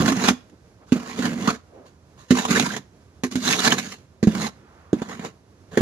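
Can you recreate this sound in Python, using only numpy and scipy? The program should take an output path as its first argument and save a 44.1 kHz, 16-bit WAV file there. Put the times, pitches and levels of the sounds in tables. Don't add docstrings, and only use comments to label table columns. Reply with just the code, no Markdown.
import sys
import numpy as np
from scipy import signal
from scipy.fft import rfft, irfft, next_fast_len
from scipy.io import wavfile
from scipy.ndimage import uniform_filter1d

SR = 44100
rng = np.random.default_rng(int(sys.argv[2]) if len(sys.argv) > 2 else 0)


def master_out(mix):
    frames = np.transpose(np.atleast_2d(mix))
    ceiling = np.clip(frames, -1, 1)
    pcm = np.round(ceiling * 32767).astype(np.int16)
    wavfile.write(sys.argv[1], SR, pcm)


N = 256220
TIME = np.arange(N) / SR
SIZE = next_fast_len(N)
FREQ = np.maximum(np.arange(SIZE // 2 + 1) * SR / SIZE, 1)


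def from_db(db):
    return 10 ** (np.asarray(db) / 20)


def rms_one(x):
    return x / np.sqrt(np.mean(x ** 2) + 1e-20)


def over_hz(points):
    hz, value = np.transpose(points)
    return np.interp(np.log(FREQ), np.log(hz), value)


def colour(x, gain):
    return irfft(rfft(x, SIZE) * gain, SIZE)[..., :N]


def drift(rate):
    return rms_one(colour(rng.standard_normal(N), 1 / (1 + (FREQ / rate) ** 2)))


# pitch_hz, likeness (1 = identical)
MIC_LIKENESS = [(40, .93), (130, .99), (300, .98), (500, .8), (700, .55), (1100, .85), (2000, .55),
                (4000, .3), (9000, .1)]


def stereo_noise():
    alike = np.clip(over_hz(MIC_LIKENESS), -1, 1)
    mid, side = rfft(rng.standard_normal((2, SIZE)))
    return np.sqrt(1 + alike) * mid + np.sqrt(1 - alike) * side * [[1], [-1]]


def coloured_noise(gain):
    return rms_one(irfft(stereo_noise() * gain, SIZE)[:, :N])


def pulses(envelope_of, rows):
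    power = np.zeros(N)
    for start_s, *columns in rows:
        first = round(start_s * SR)
        age = TIME[:max(N - first, 0)][:SR // 4]
        power[first:][:len(age)] += envelope_of(age, *columns) ** 2
    return np.sqrt(power)


def snap(age, db, rise_s, decay_s):
    return from_db(db) * (1 - np.exp(-age / rise_s)) * np.exp(-age / decay_s)


def bursts(rows, octaves):
    out = np.zeros((2, N))
    noise = irfft(stereo_noise(), SIZE)[:, :N]
    for centre_s, db, half_length_s, hz in rows:
        near = abs(TIME - centre_s) < 4 * half_length_s
        edges_hz = [hz / 2 ** (octaves / 2), hz * 2 ** (octaves / 2)]
        band = signal.butter(2, edges_hz, "band", fs=SR, output="sos")
        bell = np.exp(-.5 * ((TIME[near] - centre_s) / half_length_s) ** 2)
        burst = rms_one(bell * signal.sosfilt(band, noise[:, near]))
        out[:, near] += from_db(db) * np.sqrt(np.mean(bell ** 2)) * burst
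    return out


# pitch_hz, relative level_db per Hz
AIR_SPECTRUM = [(15, -60.5), (25, -38), (75, 0.5), (119, -3.5), (340, -12), (389, -12), (495, -13.5),
                (741, -18.5), (945, -19), (1200, -23), (3090, -33), (6550, -32), (8500, -41.5),
                (11500, -39.5), (15500, -70.5)]


def winter_air():
    noise = coloured_noise(from_db(over_hz(AIR_SPECTRUM)))
    return from_db(-53) * noise * from_db(1.1 * drift(rate=5.7))


# centre_s, level_db, half_length_s, pitch_hz
BODY_SWISHES = [(0.532, -48, 0.015, 248), (0.83, -51.5, 0.018, 547), (1.79, -46.5, 0.055, 392),
                (4.63, -52.5, 0.033, 250), (4.79, -56, 0.22, 881)]


def swishes():
    return bursts(BODY_SWISHES, octaves=1.52)


def yard(x, t60, delay_s, dull_hz):
    age = TIME[:SR // 2]
    build_up = np.clip(age / delay_s - 1, 0, 1)
    tail = rng.standard_normal((2, len(age))) * from_db(-60 * age / t60) * build_up
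    tail /= np.sqrt(np.sum(tail ** 2, axis=1, keepdims=True))
    return colour(signal.fftconvolve(x, tail, axes=1)[:, :N], 1 / np.hypot(1, FREQ / dull_hz))


TOUCH_S = 0.011
RING_OUT_S = 0.034


def held(start, end, release_s):
    return np.interp(TIME, [start - TOUCH_S, start, end, end + release_s], [0, 1, 1, 0])


# pitch_factor of the loaded scoop, treble (relative tilt setting),
# and a pressure curve of time_s, grinding level_db, boom level_db
PUSHES = [(1.0, -2, [(0.0, -21.5, -20), (0.042, -30, -23), (0.104, -21.5, -20), (0.146, -38, -28.5),
          (0.168, -27.5, -33), (0.23, -30, -25), (0.292, -20, -33), (0.33, -56, -31)]),
          (.98, -5, [(0.95, -42, -23), (1.047, -33.5, -43.5), (1.069, -35.5, -41.5), (1.141, -36, -40.5),
          (1.258, -27.5, -24.5), (1.35, -41.5, -27), (1.457, -29, -29.5), (1.504, -38, -41),
          (1.56, -40, -43.5)]), (.98, 0, [(2.345, -34, -23), (2.387, -32, -44), (2.469, -36.5, -38),
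          (2.506, -20, -20.5), (2.608, -27, -25.5), (2.63, -31, -37), (2.752, -33.5, -35),
          (2.795, -54, -40)]), (1, 2.5, [(3.317, -38, -36), (3.409, -42, -38), (3.486, -16.5, -27),
          (3.633, -33.5, -37.5), (3.655, -18.5, -28), (3.732, -28.5, -31), (3.754, -37.5, -31.5),
          (3.951, -46, -48), (3.975, -59, -75)]), (.88, -3.5, [(4.28, -41, -19), (4.327, -39, -33.5),
          (4.349, -37, -30.5), (4.431, -26, -26), (4.468, -22.5, -32), (4.49, -39.5, -41)]),
          (.96, -8.5, [(4.96, -48, -30), (5.037, -41.5, -45), (5.059, -43.5, -42), (5.131, -33, -44),
          (5.168, -47, -45), (5.265, -35.5, -39), (5.295, -68, -74)]), (0.83, -8, [(5.722, -39.5, -36.5),
          (5.764, -44, -51), (5.81, -36, -10.5)])]


def per_stroke(values):
    ends = [point[0] for _, _, curve in PUSHES for point in (curve[0], curve[-1])]
    return np.interp(TIME, ends, np.repeat(values, 2))


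def stroke_controls():
    drag, push = 0, 0
    for _, _, curve in PUSHES:
        s, grind_db, boom_db = np.transpose(curve)
        drag = drag + held(s[0], s[-1], TOUCH_S) * from_db(np.interp(TIME, s, grind_db))
        push = push + held(s[0], s[-1], RING_OUT_S) ** 2 * from_db(np.interp(TIME, s, boom_db))
    return drag, per_stroke([treble for _, treble, _ in PUSHES]), push


def load_shift(x):
    pitch = per_stroke([factor for factor, _, _ in PUSHES])
    return np.interp(np.cumsum(pitch) % (N - 1), np.arange(N), x)


# pitch_hz, relative level_db, t60_s
SCOOP_MODES = [(92, -18.5, 0.086), (148, -11, 0.055), (201.1, 3, 0.038), (244, 4.5, 0.1),
               (304.6, -6.5, 0.03), (341.6, -13, 0.1), (388.3, -20.5, 0.04), (395.5, -14, 0.081),
               (462, -17, 0.061), (600, -18, 0.037)]


def off_centre(hz):
    main_hz = SCOOP_MODES[3][0]
    return np.clip(2 * np.log2(hz / main_hz), 0, 1)


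def boom(push, ring_factor, wander_db, side_db):
    out = 0
    for hz, db, t60 in SCOOP_MODES:
        width_hz = np.log(1000) / (np.pi * t60 * ring_factor)
        resonance = 1 / np.hypot(1, (FREQ / hz - hz / FREQ) * hz / width_hz)
        mode = rms_one(colour(rng.standard_normal(N), resonance))
        out = out + from_db(db + side_db * off_centre(hz)) * mode
    steady = out / np.sqrt(uniform_filter1d(out ** 2, size=SR // 30) + 1e-9)
    return load_shift(steady) * push * from_db(wander_db * drift(rate=54))


# start_s, level_db, pitch_factor, ring_length_factor,
# level_db of the cracking snow crust, upper modes' added level_db
GROUND_KNOCKS = [(.002, -9, 0.81, 0.4, -42, -16), (0.12, -16, 1.05, 1.2, -19.5, -2),
                 (0.171, -17.5, 0.8, 0.66, -31, -7), (0.306, -16.5, 1.01, 1.1, -47, -9),
                 (0.921, -6.5, 1.015, 0.81, -18, -1), (1.191, -17, 1.02, 0.74, -52, 6.5),
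                 (1.479, -17, 0.87, 1.33, -22, -9), (2.3064, -5.5, 1.014, 1.65, -14.5, 4),
                 (2.51, -13, 0.96, 0.75, -18.5, -10.5), (3.2354, -19, 1.03, 1.38, -21.5, 9),
                 (3.3544, -16.5, 1.025, 1.8, -24, -7), (4.2285, -8.5, .897, 0.79, -24.5, 10.5),
                 (4.271, -3, .84, 0.55, -28, 3.5), (4.93, -12, 0.88, 0.53, -25.5, 21.5),
                 (5.018, -14.5, 0.98, 0.34, -26.5, 12), (5.194, -27, 0.9, 0.55, -32, -2),
                 (5.773, -10, 1.01, 0.68, -13.5, 16)]


def knocks(contact_s):
    out = np.zeros(N)
    for start_s, db, pitch, length, _, side_db in GROUND_KNOCKS:
        first = round(start_s * SR)
        age = TIME[:N - first][:SR // 3]
        ring = 0
        for hz, mode_db, t60 in SCOOP_MODES:
            start_db = mode_db + side_db * off_centre(hz) + rng.normal(0, 1)
            decay = from_db(start_db - 60 * age / (t60 * length))
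            ring = ring + decay * np.sin(2 * np.pi * hz * pitch * age)
        out[first:][:len(age)] -= from_db(db) * ring * (1 - np.exp(-(age / contact_s) ** 2))
    return out


def radiate(x, low_hz):
    cut = signal.butter(2, low_hz, "high", fs=SR, output="sos")
    return signal.sosfilt(cut, signal.sosfilt(cut, x))


# start_s, level_db, decay_s
EDGE_CATCHES = [(0.058, -15, 0.0099), (0.078, -10.5, 0.012), (.239, -10, .012), (.274, -16.5, 0.013),
                (.284, -6.5, 0.012), (1.188, -20.5, .007), (1.253, -14, 0.013), (1.474, -13, 0.016),
                (1.501, -15, 0.009), (2.37, -20, .012), (2.384, -15, .012), (2.45, -21, 0.0085),
                (2.483, -30.5, 0.0059), (2.505, -18.5, 0.036), (2.558, -15.5, 0.031), (2.596, -7, 0.0049),
                (2.623, -12.5, 0.0024), (2.662, -18.5, .007), (2.764, -23, .009), (3.425, -28.5, .004),
                (3.478, -15, 0.004), (3.591, -18.5, 0.032), (3.643, -18.5, .01), (3.671, -10, .008),
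                (3.721, -10.5, 0.009), (3.782, -21.5, 0.015), (3.856, -34.5, .008), (4.35, -15, 0.0043),
                (4.416, -20, 0.012), (5.087, -29, .012), (5.127, -27.5, .008), (5.246, -23.5, 0.018)]
CATCH_RISE_S = .0012
KICK_DB, KICK_RISE_S, KICK_DECAY_S = -6, .004, 0.017


def scoop_sound(push):
    kicks = pulses(snap, [(s, db + KICK_DB, KICK_RISE_S, KICK_DECAY_S) for s, db, _ in EDGE_CATCHES])
    booming = boom(np.hypot(push, kicks), ring_factor=1.9, wander_db=1.83, side_db=-7.0)
    return radiate(booming + knocks(contact_s=0.0021), low_hz=56)


BUMPS_DB, BUMPS_PER_S = 2.1, 18
SNAGS_PER_S, SNAG_DB, SNAG_SPREAD_DB, SNAG_DECAY_S = 43, 4.5, 3.5, .005


def rough_ground():
    times = TIME[rng.random(N) < SNAGS_PER_S / SR]
    sizes_db = SNAG_DB + SNAG_SPREAD_DB * np.clip(rng.standard_normal(len(times)), -1, 1)
    snags = pulses(snap, [(s, db, CATCH_RISE_S, SNAG_DECAY_S) for s, db in zip(times, sizes_db)])
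    return rms_one(np.hypot(1, snags)) * from_db(BUMPS_DB * drift(rate=BUMPS_PER_S))


# start_s, level_db, rise_s, decay_s
SNOW_BRUSHES = [(.496, -50, .001, 0.0067), (.86, -44, 0.048, 0.12), (1.853, -39, 0.022, 0.019),
                (2.174, -44, 0.023, 0.049), (2.282, -41.5, 0.015, 0.052)]
CRACK_RISE_S, CRACK_DECAY_S = 0.00046, 0.013
TRICKLE_DB, TRICKLE_DECAY_S = -49.5, 0.02


def edge_force(drag):
    catches = [(s, db, CATCH_RISE_S, decay_s) for s, db, decay_s in EDGE_CATCHES]
    cracks = [(s, crack_db, CRACK_RISE_S, CRACK_DECAY_S) for s, _, _, _, crack_db, _ in GROUND_KNOCKS]
    trickles = [(curve[-1][0], TRICKLE_DB, TOUCH_S, TRICKLE_DECAY_S) for _, _, curve in PUSHES]
    return np.hypot(drag * rough_ground(), pulses(snap, catches + cracks + trickles + SNOW_BRUSHES))


def grit(per_s, spread_db, grain_s):
    sizes = from_db(spread_db * np.minimum(rng.exponential(1, N), 4))
    breaks = sizes * (rng.random(N) < per_s / SR)
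    fade = np.exp(-2 / (grain_s * SR))
    return rms_one(np.sqrt(signal.lfilter([1], [1, -fade], breaks ** 2 + 1e-18)))


def wandering_contact(hz, shape, streak_db, streak_top_hz):
    streaks = rng.standard_normal(shape)
    for axis in (0, 1, 0, 1):
        streaks = uniform_filter1d(streaks, size=3 + 3 * axis, axis=axis)
    depth_db = streak_db / np.hypot(1, hz / streak_top_hz)[:, None]
    shifting = from_db(depth_db * np.clip(rms_one(streaks), -2, 2))
    return shifting / np.sqrt(np.mean(shifting ** 2, axis=1, keepdims=True))


# pitch_hz, width_hz, level_db above the grinding spectrum
BLADE_PEAKS = [(445, 17, 13.5), (760, 97, 9.5), (1031, 210, 9), (1400, 60, -0.5), (1440, 50, 1),
               (1642, 180, 1), (1980, 210, 0.5), (2300, 38, 3.5), (2820, 80, 4.5), (4000, 130, 2.5),
               (6660, 620, 3)]
# pitch_hz, relative level_db per Hz
GRIND_SPECTRUM = [(200, -29.5), (380, -1.5), (520, -6), (850, -7.5), (1150, -5.5), (1700, -1.5), (2600, -7),
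                  (4100, -6.5), (5200, -10.5), (7000, -7), (7800, -18), (11100, -20), (13500, -26.5),
                  (15500, -48)]


def grinding(force, treble, neutral, tilt, streak_db, streak_top_hz):
    peaks_db = sum(db / (1 + (2 * (FREQ - hz) / width) ** 2) for hz, width, db in BLADE_PEAKS)
    noise = coloured_noise(from_db(over_hz(GRIND_SPECTRUM) + peaks_db))
    hz, s, frames = signal.stft(noise, SR, nperseg=512)
    octaves = np.log2(np.clip(hz / 1000, .6, 4))[:, None]
    slope_db = tilt * octaves * (np.interp(s, TIME, treble) - neutral)
    shifting = wandering_contact(hz, frames.shape[1:], streak_db, streak_top_hz)
    return force * signal.istft(frames * from_db(slope_db) * shifting, SR)[1][:, :N]


# centre_s, level_db, pitch_hz
EDGE_SQUEAKS = [(.198, -31, 1800), (.292, -31.5, 1050), (1.485, -17.5, 1220), (2.484, -39, 860),
                (2.52, -28.5, 1160), (2.566, -16, 1630), (2.667, -24, 1000), (2.71, -28.5, 1620),
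                (2.745, -30, 1730), (3.483, -20.5, 3900), (3.536, -19, 2360), (3.594, -22.5, 3700),
                (3.676, -18.5, 1600), (3.721, -17, 3040), (3.723, -19, 1690), (4.446, -28, 1120),
                (4.468, -36, 796)]
SQUEAK_HALF_S, SQUEAK_OCTAVES = 0.0054, 0.23


def squeaks():
    return bursts([(s, db, SQUEAK_HALF_S, hz) for s, db, hz in EDGE_SQUEAKS], octaves=SQUEAK_OCTAVES)


CHATTER_DB, CHATTER_PER_S = 1.27, 120
DULLING, TYPICAL_DB, LIGHTEST_DB = 0.15, -31, -45


def edge_sound(drag, treble):
    force = edge_force(drag)
    bite_db = 20 * np.log10(np.maximum(force, from_db(LIGHTEST_DB))) - TYPICAL_DB
    chatter = rms_one(from_db(CHATTER_DB * drift(rate=CHATTER_PER_S)))
    grains = grit(per_s=4100, spread_db=3.0, grain_s=0.0029)
    grind = grinding(force * chatter * grains, treble - DULLING * bite_db,
                     neutral=-1.0, tilt=0.47, streak_db=3.5, streak_top_hz=4970)
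    return grind + squeaks()


def shovel_sound():
    drag, treble, push = stroke_controls()
    edge = edge_sound(drag, treble)
    near_scatter = from_db(-11) * yard(edge, t60=0.059, delay_s=0.002, dull_hz=14220)
    far_scatter = from_db(-27) * yard(edge, t60=0.32, delay_s=0.015, dull_hz=8000)
    edge = from_db(-1.28) * edge + near_scatter + far_scatter
    return edge + from_db(0.4) * scoop_sound(push)


# pitch_hz, left minus right level_db
MIC_BALANCE = [(60, -4.5), (300, -4), (480, -3.5), (720, -2.5), (1200, -4.5), (2200, -5), (5000, -6.5),
               (9000, -2.5), (15000, -2.7)]
# pitch_hz, lead of the left in radians
MIC_LEAD = [(60, .03), (250, .14), (600, .15), (860, -2.0), (1290, -1.1), (2840, -2.0), (4000, -1.3),
            (6000, -1.9)]


def microphone_pair(x):
    ear = np.array([[1], [-1]]) / 2
    return colour(x, from_db(over_hz(MIC_BALANCE) * ear) * np.exp(1j * over_hz(MIC_LEAD) * ear))


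def scene():
    shovel = shovel_sound()
    echo = from_db(-25) * yard(shovel, t60=0.32, delay_s=0.01, dull_hz=9000)
    return microphone_pair(shovel + echo + swishes() + winter_air())


def record(dry):
    low_pass = signal.cheby2(16, 70, 16400, fs=SR, output="sos")
    return signal.sosfilt(low_pass, np.clip(dry, -1, 1))


dry = scene()
out = record(dry)
master_out(out)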